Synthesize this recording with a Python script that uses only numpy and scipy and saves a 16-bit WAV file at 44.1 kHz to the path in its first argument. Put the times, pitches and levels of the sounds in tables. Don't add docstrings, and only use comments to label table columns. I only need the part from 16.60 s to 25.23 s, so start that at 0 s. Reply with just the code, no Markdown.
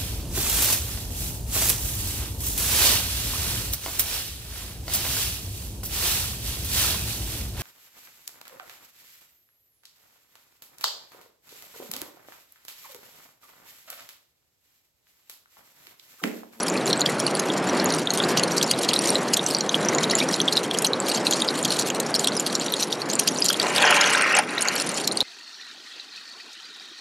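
import sys
import numpy as np
from scipy import signal
from scipy.io import wavfile
from scipy.ndimage import uniform_filter1d, map_coordinates

SR = 44100
rng = np.random.default_rng(int(sys.argv[2]) if len(sys.argv) > 2 else 0)


def generate_wav(signal):
    frames = np.transpose(np.atleast_2d(signal))
    scaled = np.clip(frames, -1, 1) * 32767
    pcm = np.round(scaled).astype(np.int16)
    wavfile.write(sys.argv[1], SR, pcm)


def nominal_scale(level):
    x = np.asarray(level, float) / 20
    return 10 ** x


N = 380583


def evened(x):
    return x / np.sqrt(np.mean(x ** 2) + 1e-20)


def smooth_noise(shape, *sizes):
    drift = rng.standard_normal(shape)
    for axis, size in enumerate(sizes):
        drift = uniform_filter1d(drift, size=size, axis=axis)
    return evened(drift)


def read(points, hz):
    point_hz, value = np.transpose(points)
    return np.interp(np.log(hz + 1), np.log(point_hz + 1), value)


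def follow(rows, column):
    columns = np.transpose(rows)
    return np.interp(np.arange(N) / SR, columns[0], columns[column])


def band_rms(x, lo_hz, hi_hz):
    band = signal.butter(4, [lo_hz, hi_hz], "band", fs=SR, output="sos")
    return np.std(signal.sosfilt(band, x))


def add(mix, s, sound):
    part = mix[max(round(s * SR), 0):][:len(sound)]
    part += sound[:len(part)]


def pip(hz, ms, glide):
    u = np.arange(round(ms * SR / 1000)) / (ms * SR / 1000)
    shape = 6.75 * u * (1 - u) ** 2
    cycles = hz * ms / 1000 * (u * (1 - glide / 3) + glide * u ** 2 / 2)
    return shape * np.sin(2 * np.pi * cycles)


def bubbles(rows, ms, glide, early):
    out = np.zeros(N)
    for (s, db, hz), (long, bend) in zip(rows, rng.random((len(rows), 2))):
        length_ms = ms * (0.55 + 0.6 * long)
        add(out, s - early * length_ms / 3000, nominal_scale(db) * pip(hz, length_ms, glide * 2 * bend))
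    return out


def scatter(chords_hz, sizes_db, per_s, spread_db, ms, size=N):
    strength = nominal_scale(spread_db * np.minimum(rng.exponential(1, size), 3))
    hits = (rng.random(size) < per_s / SR) * strength
    which = rng.integers(0, len(chords_hz), size)
    out = np.zeros(size)
    for k, chord in enumerate(zip(chords_hz, sizes_db)):
        grain = np.zeros(1500)
        for hz, db in zip(*chord):
            late, long, bend = rng.random(3)
            tone = evened(pip(hz, ms * (0.5 + long), 0.056 * bend))
            add(grain, late * ms / 3000, nominal_scale(db) * tone)
        out += signal.oaconvolve(hits * (which == k), np.trim_zeros(grain, "b"))[:size]
    return evened(out)


def surf():
    # (pitch [Hz], level [dB per Hz])
    surf_colour = [(64, -56), (110, -19), (170, 3), (330, 4), (520, 2), (1000, -4), (2000, -10.5),
                   (6000, -28.5), (10300, -37), (15000, -74)]
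    # (time [s], level [dB])
    swell = [(0.0, -30.5), (0.3, -28.5), (0.9, -29.5), (1.22, -25), (1.36, -27.5), (1.46, -33.5),
             (1.66, -25.5), (2.12, -30), (2.52, -28.5), (3.03, -32.5), (3.3, -27), (3.98, -31.5),
             (4.6, -30), (5.9, -32.5), (6.34, -34.5), (6.58, -32.5), (7.88, -37.5), (8.63, -34.5)]
    frames, hz = N // 256 + 5, np.fft.rfftfreq(1024, 1 / SR)
    a, b = rng.standard_normal((2, 513, frames))
    patches_db = 1.1 * smooth_noise((513, frames), 10, 10)
    spectra = (a + 1j * b) * nominal_scale(read(surf_colour, hz)[:, None] + patches_db)
    wash = signal.istft(spectra, nperseg=1024, noverlap=768)[1][:N]
    return wash / band_rms(wash, 100, 920) * nominal_scale(follow(swell, 1) + 2.5)


def spray(fallen):
    # (pitch [Hz], level [dB])
    spray_colour = [(2300, -4.5), (3300, 0), (4300, 4.5), (5400, 1.5), (7000, 4), (8300, 3), (10000, 5),
                    (15800, -9)]
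    # (time [s], spray level [dB])
    trickle = [(0.0, -38), (0.86, -37.5), (1.36, -32), (1.46, -42.5), (1.74, -33), (2.52, -32), (2.92, -39),
               (3.6, -33), (4.34, -43), (4.5, -33), (5.16, -31.5), (5.42, -36.5), (5.9, -34.5),
               (6.34, -37.5), (7.46, -26), (7.88, -39.5), (8.12, -31), (8.63, -36)]
    # (time [s], level [dB], length [ms])
    splashes = [(0.264, -33, 50), (0.456, -31.5, 10), (0.662, -43, 10), (1.534, -29.5, 28),
                (1.571, -34, 24), (1.684, -33.5, 48), (1.829, -27, 8.7), (1.964, -29, 7.5),
                (2.026, -21, 7.5), (2.334, -27, 6.8), (2.472, -32, 25), (2.732, -25.5, 12.6),
                (2.763, -28, 18), (2.86, -36.5, 83), (3.921, -29.5, 18), (3.962, -35, 42),
                (4.244, -33.5, 32), (4.649, -34, 35), (5.187, -31, 27), (5.399, -26.5, 5.5),
                (5.54, -32, 26), (5.591, -34, 38), (5.639, -26, 8.2), (5.949, -30, 11), (6.192, -32, 58),
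                (6.841, -30, 31), (6.995, -32, 7.4), (7.148, -35, 46), (7.341, -26.5, 7.5),
                (8.472, -28, 7.6)]
    # (time [s], level [dB])
    slaps = [(0.081, -27), (0.6, -32), (0.793, -25), (2.109, -25), (3.585, -24.5), (4.174, -34),
             (4.481, -35), (4.515, -30), (4.708, -33.5), (5.047, -25), (5.67, -34), (6.531, -28.5),
             (6.592, -19.5), (6.674, -25), (6.883, -27), (6.899, -26), (6.927, -27), (7.014, -31),
             (7.218, -28), (7.305, -22), (7.458, -38), (8.008, -39)]
    # (time [s], level [dB])
    spatters = [(0.394, -34), (0.489, -35.5), (1.384, -38.5), (1.627, -49), (1.681, -41), (1.766, -37),
                (1.907, -35), (1.964, -34), (2.219, -33), (2.286, -33), (2.352, -38), (2.428, -49),
                (2.899, -45), (2.933, -42), (3.148, -34.5), (3.325, -41), (3.429, -36), (3.688, -41),
                (3.723, -32.5), (4.03, -34), (4.132, -35), (4.169, -41), (4.218, -36), (4.485, -32.5),
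                (4.976, -36), (5.104, -30.5), (5.149, -38), (5.268, -34), (5.346, -38), (5.794, -35.5),
                (5.86, -31.5), (6.32, -39), (6.489, -36), (7.62, -49), (8.009, -35), (8.198, -31.5),
                (8.244, -49), (8.398, -41)]
    slap_ms, spatter_ms = 7.8, 23.6

    hz = np.geomspace(2300, 15800, num=120)
    chords = rng.permuted(hz.reshape(6, -1), axis=1).T
    mist = scatter(chords, read(spray_colour, chords), per_s=300, spread_db=2.8, ms=3.3)
    thinned = chords[::2]
    hiss = scatter(thinned, read(spray_colour, thinned), per_s=5400, spread_db=-3.5, ms=1.4)
    lone = hz[18:96:2, None]
    plinks = scatter(lone, read(spray_colour, lone), per_s=600, spread_db=5.5, ms=3.6)

    thrown = np.zeros(N)
    impacts = splashes + [(*row, slap_ms) for row in slaps] + [(*row, spatter_ms) for row in spatters]
    for s, db, ms in impacts:
        u = np.linspace(0, 1, round(ms * SR / 1000))
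        sudden_start = np.minimum(u * ms / 1.7, 1)
        soft_end = np.sqrt(1 - u ** 3)
        add(thrown, s, nominal_scale(db) * sudden_start * soft_end)
    for s, db, _ in fallen:
        add(thrown, s, nominal_scale(db - 18.0 - np.arange(900) * 0.21))

    bunches_db = 5.7 * smooth_noise(N, 500)
    bed = (0.65 * mist + 0.83 * plinks + 0.64 * hiss) * nominal_scale(follow(trickle, 1) - 4.5 + bunches_db)
    bed = signal.sosfilt(signal.butter(2, 9500, fs=SR, output="sos"), bed)
    wet = bed + (0.8 * hiss + 1.28 * mist + 0.21 * plinks) * thrown
    z = signal.stft(wet, nperseg=256)[2]
    patches_db = 2.6 * smooth_noise(z.shape, 6, 7)
    wet = signal.istft(z * nominal_scale(patches_db - 0.92), nperseg=256)[1][:N]
    return wet + 0.2 * np.roll(wet, 31)


def rock_echo(x):
    # (pitch [Hz], time to fall by 60 dB [s])
    ring_times = [(1000, .07), (12000, .03)]
    taps = np.zeros(8000)
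    places = np.arange(90, 7900, 40) + rng.integers(0, 40, 196)
    taps[places] = rng.choice([-1., 1.], 196)
    hz, t, z = signal.stft(taps, SR, nperseg=128)
    fall_db = -60 * t / np.maximum(read(ring_times, hz), 0.01)[:, None]
    tail = signal.istft(z * nominal_scale(fall_db), SR, nperseg=128)[1]
    return signal.oaconvolve(x, tail / np.linalg.norm(tail))[:N]


def beads():
    # (time of the peak [s], peak [dB], bubble pitch [Hz])
    bead_rows = [(0.2779, -14.5, 4200), (0.3022, -15, 4260), (1.1984, -16.2, 5100), (1.6406, -14, 4540),
                 (1.7723, -18, 3900), (1.7763, -16, 4100), (1.7963, -15, 2860), (1.7963, -15, 4500),
                 (1.982, -13, 4540), (2.0437, -17.7, 5200), (2.1039, -17.5, 4250), (2.2922, -14.4, 3300),
                 (2.3336, -14, 4480), (2.3405, -13, 5430), (2.4435, -22, 4400), (2.4559, -18, 4530),
                 (2.4918, -13.5, 4200), (2.9493, -12, 5680), (2.9867, -19, 4390), (3.385, -14.5, 4070),
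                 (3.4986, -15, 3940), (3.7428, -19, 4220), (3.8026, -12.5, 4170), (3.8843, -5.5, 3400),
                 (3.9351, -20, 5080), (3.9721, -12, 4960), (4.2532, -15, 3200), (4.7253, -15.5, 4360),
                 (4.882, -16, 4840), (4.9063, -19, 4100), (5.1907, -16, 3700), (5.649, -18, 3500),
                 (5.6737, -16, 4330), (5.6842, -17, 3530), (5.7212, -18.2, 4220), (5.776, -16, 5040),
                 (5.9537, -15, 3950), (6.0129, -18, 4160), (6.2313, -16.7, 4730), (6.3278, -18, 5600),
                 (6.3278, -16, 4650), (6.5005, -18, 4630), (6.6866, -15.5, 3500), (6.9997, -11, 3620),
                 (7.2559, -15, 5250), (7.2798, -15, 4480), (7.442, -16, 4400), (7.5501, -12, 3700),
                 (8.4767, -15, 5300), (8.5141, -16.5, 4000),
                 (0.0062, -17.5, 5650), (0.3766, -18, 8000), (0.6015, -19, 6720), (1.096, -17, 5830),
                    (1.5372, -20, 6600), (1.7857, -16, 5940), (1.8355, -18, 6250), (1.9207, -18, 5730),
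                    (1.9813, -20, 7580), (2.0307, -20, 7600), (2.293, -18.5, 6700), (2.4958, -15, 5560),
                    (2.548, -17, 7600), (2.773, -15, 8360), (2.8644, -12.5, 5970), (2.9105, -20, 8700),
                    (3.0092, -16, 6700), (3.569, -17, 6890), (3.7413, -15, 6030), (4.1876, -16, 8000),
                    (4.5199, -27, 8440), (4.7282, -15.3, 7000), (4.8226, -18, 7000), (5.0286, -17, 7060),
                    (5.0297, -19, 8800), (5.0489, -17.4, 6570), (5.0518, -18, 8150), (5.1962, -16, 7850),
                    (5.4026, -18, 6300), (5.4052, -19.4, 8610), (5.6845, -16, 5600), (5.953, -13, 6950),
                    (6.1402, -18.1, 7900), (6.5154, -16, 6630), (6.5361, -16.6, 7490),
                    (6.6794, -19.0, 6700), (6.6873, -15, 5800), (6.8506, -20, 7150), (6.8905, -15, 5940),
                    (6.9029, -14, 5680), (6.9301, -22, 6890), (7.0005, -19.4, 8200), (7.1786, -18.6, 8440),
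                    (7.2207, -18, 6600), (7.253, -16.3, 5940), (7.4113, -11, 6600), (8.0761, -18, 6630),
                    (8.1625, -18.5, 7170), (8.476, -18, 7800),
                 (0.5957, -20.6, 10100), (0.7975, -19, 10900), (1.5372, -20, 11460), (1.8362, -20, 10500),
                   (2.3917, -13, 9600), (2.5034, -17, 10700), (2.7733, -20, 11800), (3.5117, -20, 9990),
                   (3.5545, -21, 10340), (3.8022, -18, 10400), (4.1879, -17, 10700), (4.2522, -18.1, 9650),
                   (4.8186, -17.5, 9200), (5.1062, -20.9, 10100), (5.7698, -17.5, 10500),
                   (6.123, -17, 11630), (6.5553, -16.0, 8900), (6.806, -18, 10770), (6.8455, -23, 10100),
                   (6.93, -22, 9200), (8.0254, -17, 10680), (8.1556, -18, 11220), (8.5225, -17.0, 9180),
                 (0.752, -19, 4570), (1.325, -19, 9390), (1.348, -18, 9400), (2.138, -16, 3860),
                     (2.313, -16, 2960), (2.3401, -16, 4740), (2.3909, -14, 4470), (5.1222, -14, 4310),
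                     (5.1991, -18, 4220), (5.596, -18, 4220), (5.9, -20, 4260), (6.0836, -18, 3700),
                     (6.1243, -19, 3960), (6.7621, -18, 4390), (6.819, -20, 2840), (7.442, -13, 3400),
                     (8.164, -17, 4390)]
    rows = bead_rows
    return bubbles(rows, ms=3.4, glide=0.09, early=1)


def drops(small, large):
    fine = bubbles(small, ms=2.9, glide=0.07, early=1)
    return fine + bubbles(large, ms=3.5, glide=0.1, early=1)


def plops():
    # (time of the start [s], peak [dB], bubble pitch [Hz])
    plop_rows = [(0.155, -20.5, 2500), (0.49, -21, 2050), (0.678, -22, 2860), (3.298, -22, 2100),
                 (3.3278, -18.5, 2050), (3.3852, -18, 2100), (3.533, -17.5, 2000), (3.6127, -19, 2270),
                 (3.622, -18, 2450), (3.7, -22, 1900), (6.9007, -15.5, 1440), (7.9778, -17.5, 1970),
                 (8.054, -18, 2150)]
    return bubbles(plop_rows, ms=7, glide=0.12, early=0)


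def gravel():
    # (time [s], level [dB], share of larger stones [dB], gap pitch [ratio])
    crunch = [
        (6.9, -46, -14, 0.9),
        (7.05, -23, 3.5, .9),
        (7.12, -26, -2.5, 0.94),
        (7.22, -15, -3, 1.076),
        (7.69, -17.5, -13, .86),
        (7.79, -16, -3, 0.97),
        (7.83, -30.5, -14, 0.88),
        (8.09, -25, -6, 0.96),
        (8.45, -37, -7, 0.94),
    ]
    # (pitch [Hz], width [Hz], level [dB])
    gaps = [(1550, 340, 0.5), (2140, 320, -2), (2745, 600, 0), (4900, 2340, -9)]
    start, end = round(crunch[0][0] * SR), round(crunch[-1][0] * SR)
    size = end - start
    hz, width, db = np.repeat(gaps, 30, axis=0).T[:, :, None]
    hz = hz + width * rng.uniform(-0.8, 0.8, hz.shape)
    small = scatter(hz, db, per_s=4500, spread_db=3.0, ms=3.2, size=size)
    low_hz = np.linspace(400, 1150, num=60)[:, None]
    low_db = -abs(low_hz - 820) / 110
    large = scatter(low_hz, low_db, per_s=1000, spread_db=2.0, ms=5.2, size=size)

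    slide = np.cumsum(np.clip(follow(crunch, 3)[start:end], 0.7, 1.3))
    small = map_coordinates(small, [slide], order=3, mode="mirror")
    large = map_coordinates(large, [slide], order=3, mode="mirror")
    grind = small + large * nominal_scale(follow(crunch, 2)[start:end])
    grind = grind * nominal_scale(1.14 * smooth_noise(size, 900))
    return np.pad(grind * nominal_scale(follow(crunch, 1)[start:end] - 5.0), (start, N - end))


def knocks():
    # (time of the peak [s], peak [dB], ring pitch [Hz])
    knock_rows = [(7.2323, -11, 2500), (7.2432, -7.5, 1620), (7.2504, -12, 770), (7.3027, -14, 1470),
                  (7.3157, -19, 1460), (7.3266, -8, 1440), (7.3273, -12, 2600), (7.3469, -10.0, 2470),
                  (7.5508, -10.0, 1550), (7.7431, -11, 2670), (7.7794, -13.5, 2440), (7.7925, -10.5, 780)]
    return bubbles(knock_rows, ms=6.66, glide=0.05, early=0.97)


def scene():
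    # (time of the peak [s], peak [dB], bubble pitch [Hz])
    small_drops = [(0.3307, -12.5, 5550), (0.6, -16, 5540), (0.797, -12.5, 6450), (1.3387, -15, 5570),
                   (1.506, -11.5, 6540), (1.5751, -18, 6230), (1.7732, -21, 5900), (1.9811, -11, 5700),
                   (2.028, -10, 6000), (2.3907, -16, 5660), (2.7376, -14, 6430), (3.0078, -13.5, 5770),
                   (3.093, -13, 6200), (3.25, -15, 5830), (3.2868, -8, 5800), (3.386, -15, 5640),
                   (3.5154, -12.5, 5400), (3.816, -10, 6000), (4.2717, -13, 6000), (4.7347, -12.5, 6340),
                   (5.767, -15, 5700), (5.9528, -10, 5430), (6.233, -12, 5900), (6.5006, -14.5, 6400),
                   (6.5986, -11, 5800), (6.6883, -13, 6550), (6.7868, -12.5, 6040), (6.8856, -10, 5400),
                   (7.461, -11, 6160),
                   (0.1, -14.2, 6940), (0.2587, -17, 7240), (0.4085, -10, 6880), (1.259, -12, 6900),
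                (1.7968, -13, 6800), (1.978, -18, 7600), (2.4584, -14, 7040), (2.742, -8.5, 6900),
                (2.864, -14, 7560), (3.3493, -11, 6880), (3.384, -13, 7060), (3.5003, -14, 6850),
                (3.553, -6, 7150), (4.1873, -10, 6670), (4.2672, -14, 6760), (4.402, -11.5, 7550),
                (4.7106, -11.5, 6850), (5.0518, -16, 6830), (5.196, -12.5, 6800), (5.302, -12.5, 6760),
                (5.5956, -10.5, 7100), (5.798, -9.5, 7000), (5.998, -14.5, 7100), (6.554, -12, 7360),
                (6.591, -15, 7300), (6.862, -12, 7400), (7.7513, -9, 7660), (8.021, -10.5, 6910),
                (8.0856, -12, 6700), (8.3432, -18, 7060),
                   (0.033, -14, 10440), (0.6026, -17, 9100), (0.6667, -17, 10100), (0.752, -15, 10150),
              (1.244, -14.5, 11200), (1.575, -15, 8860), (2.114, -16, 9370), (2.3343, -13.5, 9200),
              (2.391, -17, 9500), (2.504, -8.5, 9200), (2.986, -17, 8240), (4.222, -18, 9050),
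              (4.2222, -17, 11020), (4.2477, -12, 8300), (5.674, -11, 8730), (6.597, -13, 11150),
              (6.598, -13, 9150), (6.8457, -16, 11100), (6.9304, -17, 8540), (7.1614, -16, 8700),
              (7.2256, -16.8, 10420), (7.3094, -21, 9990), (7.6226, -12, 8800), (7.789, -6.5, 9330),
              (8.0096, -14, 9460), (8.025, -12, 8440), (8.292, -13.5, 9200), (8.572, -14, 8700)]
    large_drops = [(0.333, -13, 3600), (0.4611, -8.5, 3320), (0.902, -13.5, 3450), (1.473, -10, 3520),
                   (1.6024, -10, 3450), (1.7737, -11, 3000), (2.0137, -11, 3320), (2.334, -13, 3530),
                   (2.7697, -9.5, 3500), (2.7947, -12, 3600), (3.0943, -11, 3660), (3.1447, -4, 3230),
                   (3.604, -10.5, 3670), (3.803, -8.5, 3310), (3.88, -10, 3430), (4.1121, -12.5, 3380),
                   (4.148, -15, 3110), (4.726, -10.5, 3360), (4.821, -8.5, 3620), (5.053, -10, 3470),
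                   (5.3034, -14, 2950), (5.674, -8, 3320), (6.3269, -10.5, 3640), (6.9055, -11, 3250),
                   (6.9439, -14.5, 3400), (7.018, -16, 3500), (7.1822, -6.5, 3600), (7.2255, -10, 3480),
                   (8.606, -5.5, 3730),
                   (0.309, -13, 3900), (0.33, -9.5, 4220), (0.417, -7, 4130), (1.2, -14.5, 4200),
                   (1.638, -14.5, 3850), (2.028, -11, 4200), (2.29, -9.5, 4200), (2.3403, -11, 3920),
                   (2.3628, -9, 3930), (2.556, -8.5, 3950), (3.4418, -10.5, 3760), (3.742, -12, 4200),
                   (3.926, -9, 4280), (3.9557, -15, 4200), (3.97, -7, 3880), (3.977, -6.5, 3860),
                   (4.2466, -10.6, 4200), (4.2495, -10, 4070), (4.334, -8, 3960), (4.669, -6.5, 4020),
                   (4.736, -12.5, 4100), (4.888, -10, 3900), (5.551, -11, 4170), (5.6452, -12, 3950),
                   (6.139, -8, 3700), (6.2266, -12.5, 3960), (7.9818, -12.5, 3840), (8.477, -9, 4080),
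                   (8.613, -8.5, 4050),
                   (0.082, -17.5, 5150), (0.463, -9.5, 4670), (0.6668, -10, 4420), (1.5053, -12.5, 4200),
                   (1.836, -12, 4330), (1.9737, -17, 5140), (2.1126, -8, 4700), (2.7385, -11, 5100),
                   (2.91, -15, 4880), (2.9486, -9.5, 4500), (2.968, -17, 4600), (3.0095, -14, 4280),
                   (3.51, -12, 4260), (4.187, -15, 5130), (4.499, -15, 4500), (4.888, -11.5, 4650),
                   (5.049, -14, 4760), (5.106, -11, 4320), (5.5426, -8.5, 4700), (5.562, -11, 5300),
                   (6.419, -15, 4400), (6.681, -7.5, 4750), (6.8232, -6, 4860), (6.8617, -14, 4340),
                   (6.891, -9, 4500), (7, -9, 4600), (7.163, -11, 4830), (7.4128, -7.5, 5200),
                   (8.0855, -9.5, 4380), (8.574, -9, 4480)]
    small = small_drops
    large = large_drops
    water = spray(small + large) + beads() + drops(small, large) + plops()
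    near = water + gravel() + knocks()
    return np.tile(near + nominal_scale(-10.5) * rock_echo(near) + surf(), (2, 1))


def band_limit(x):
    return signal.sosfilt(signal.butter(12, 16350, fs=SR, output="sos"), x)


def record(dry):
    heard = signal.sosfilt(signal.butter(2, 75, "high", fs=SR, output="sos"), dry)
    heard = np.tanh(heard)
    heard = signal.sosfilt(signal.butter(8, 14400, fs=SR, output="sos"), heard)
    return band_limit(heard)


dry = scene()
out = record(dry)
generate_wav(out)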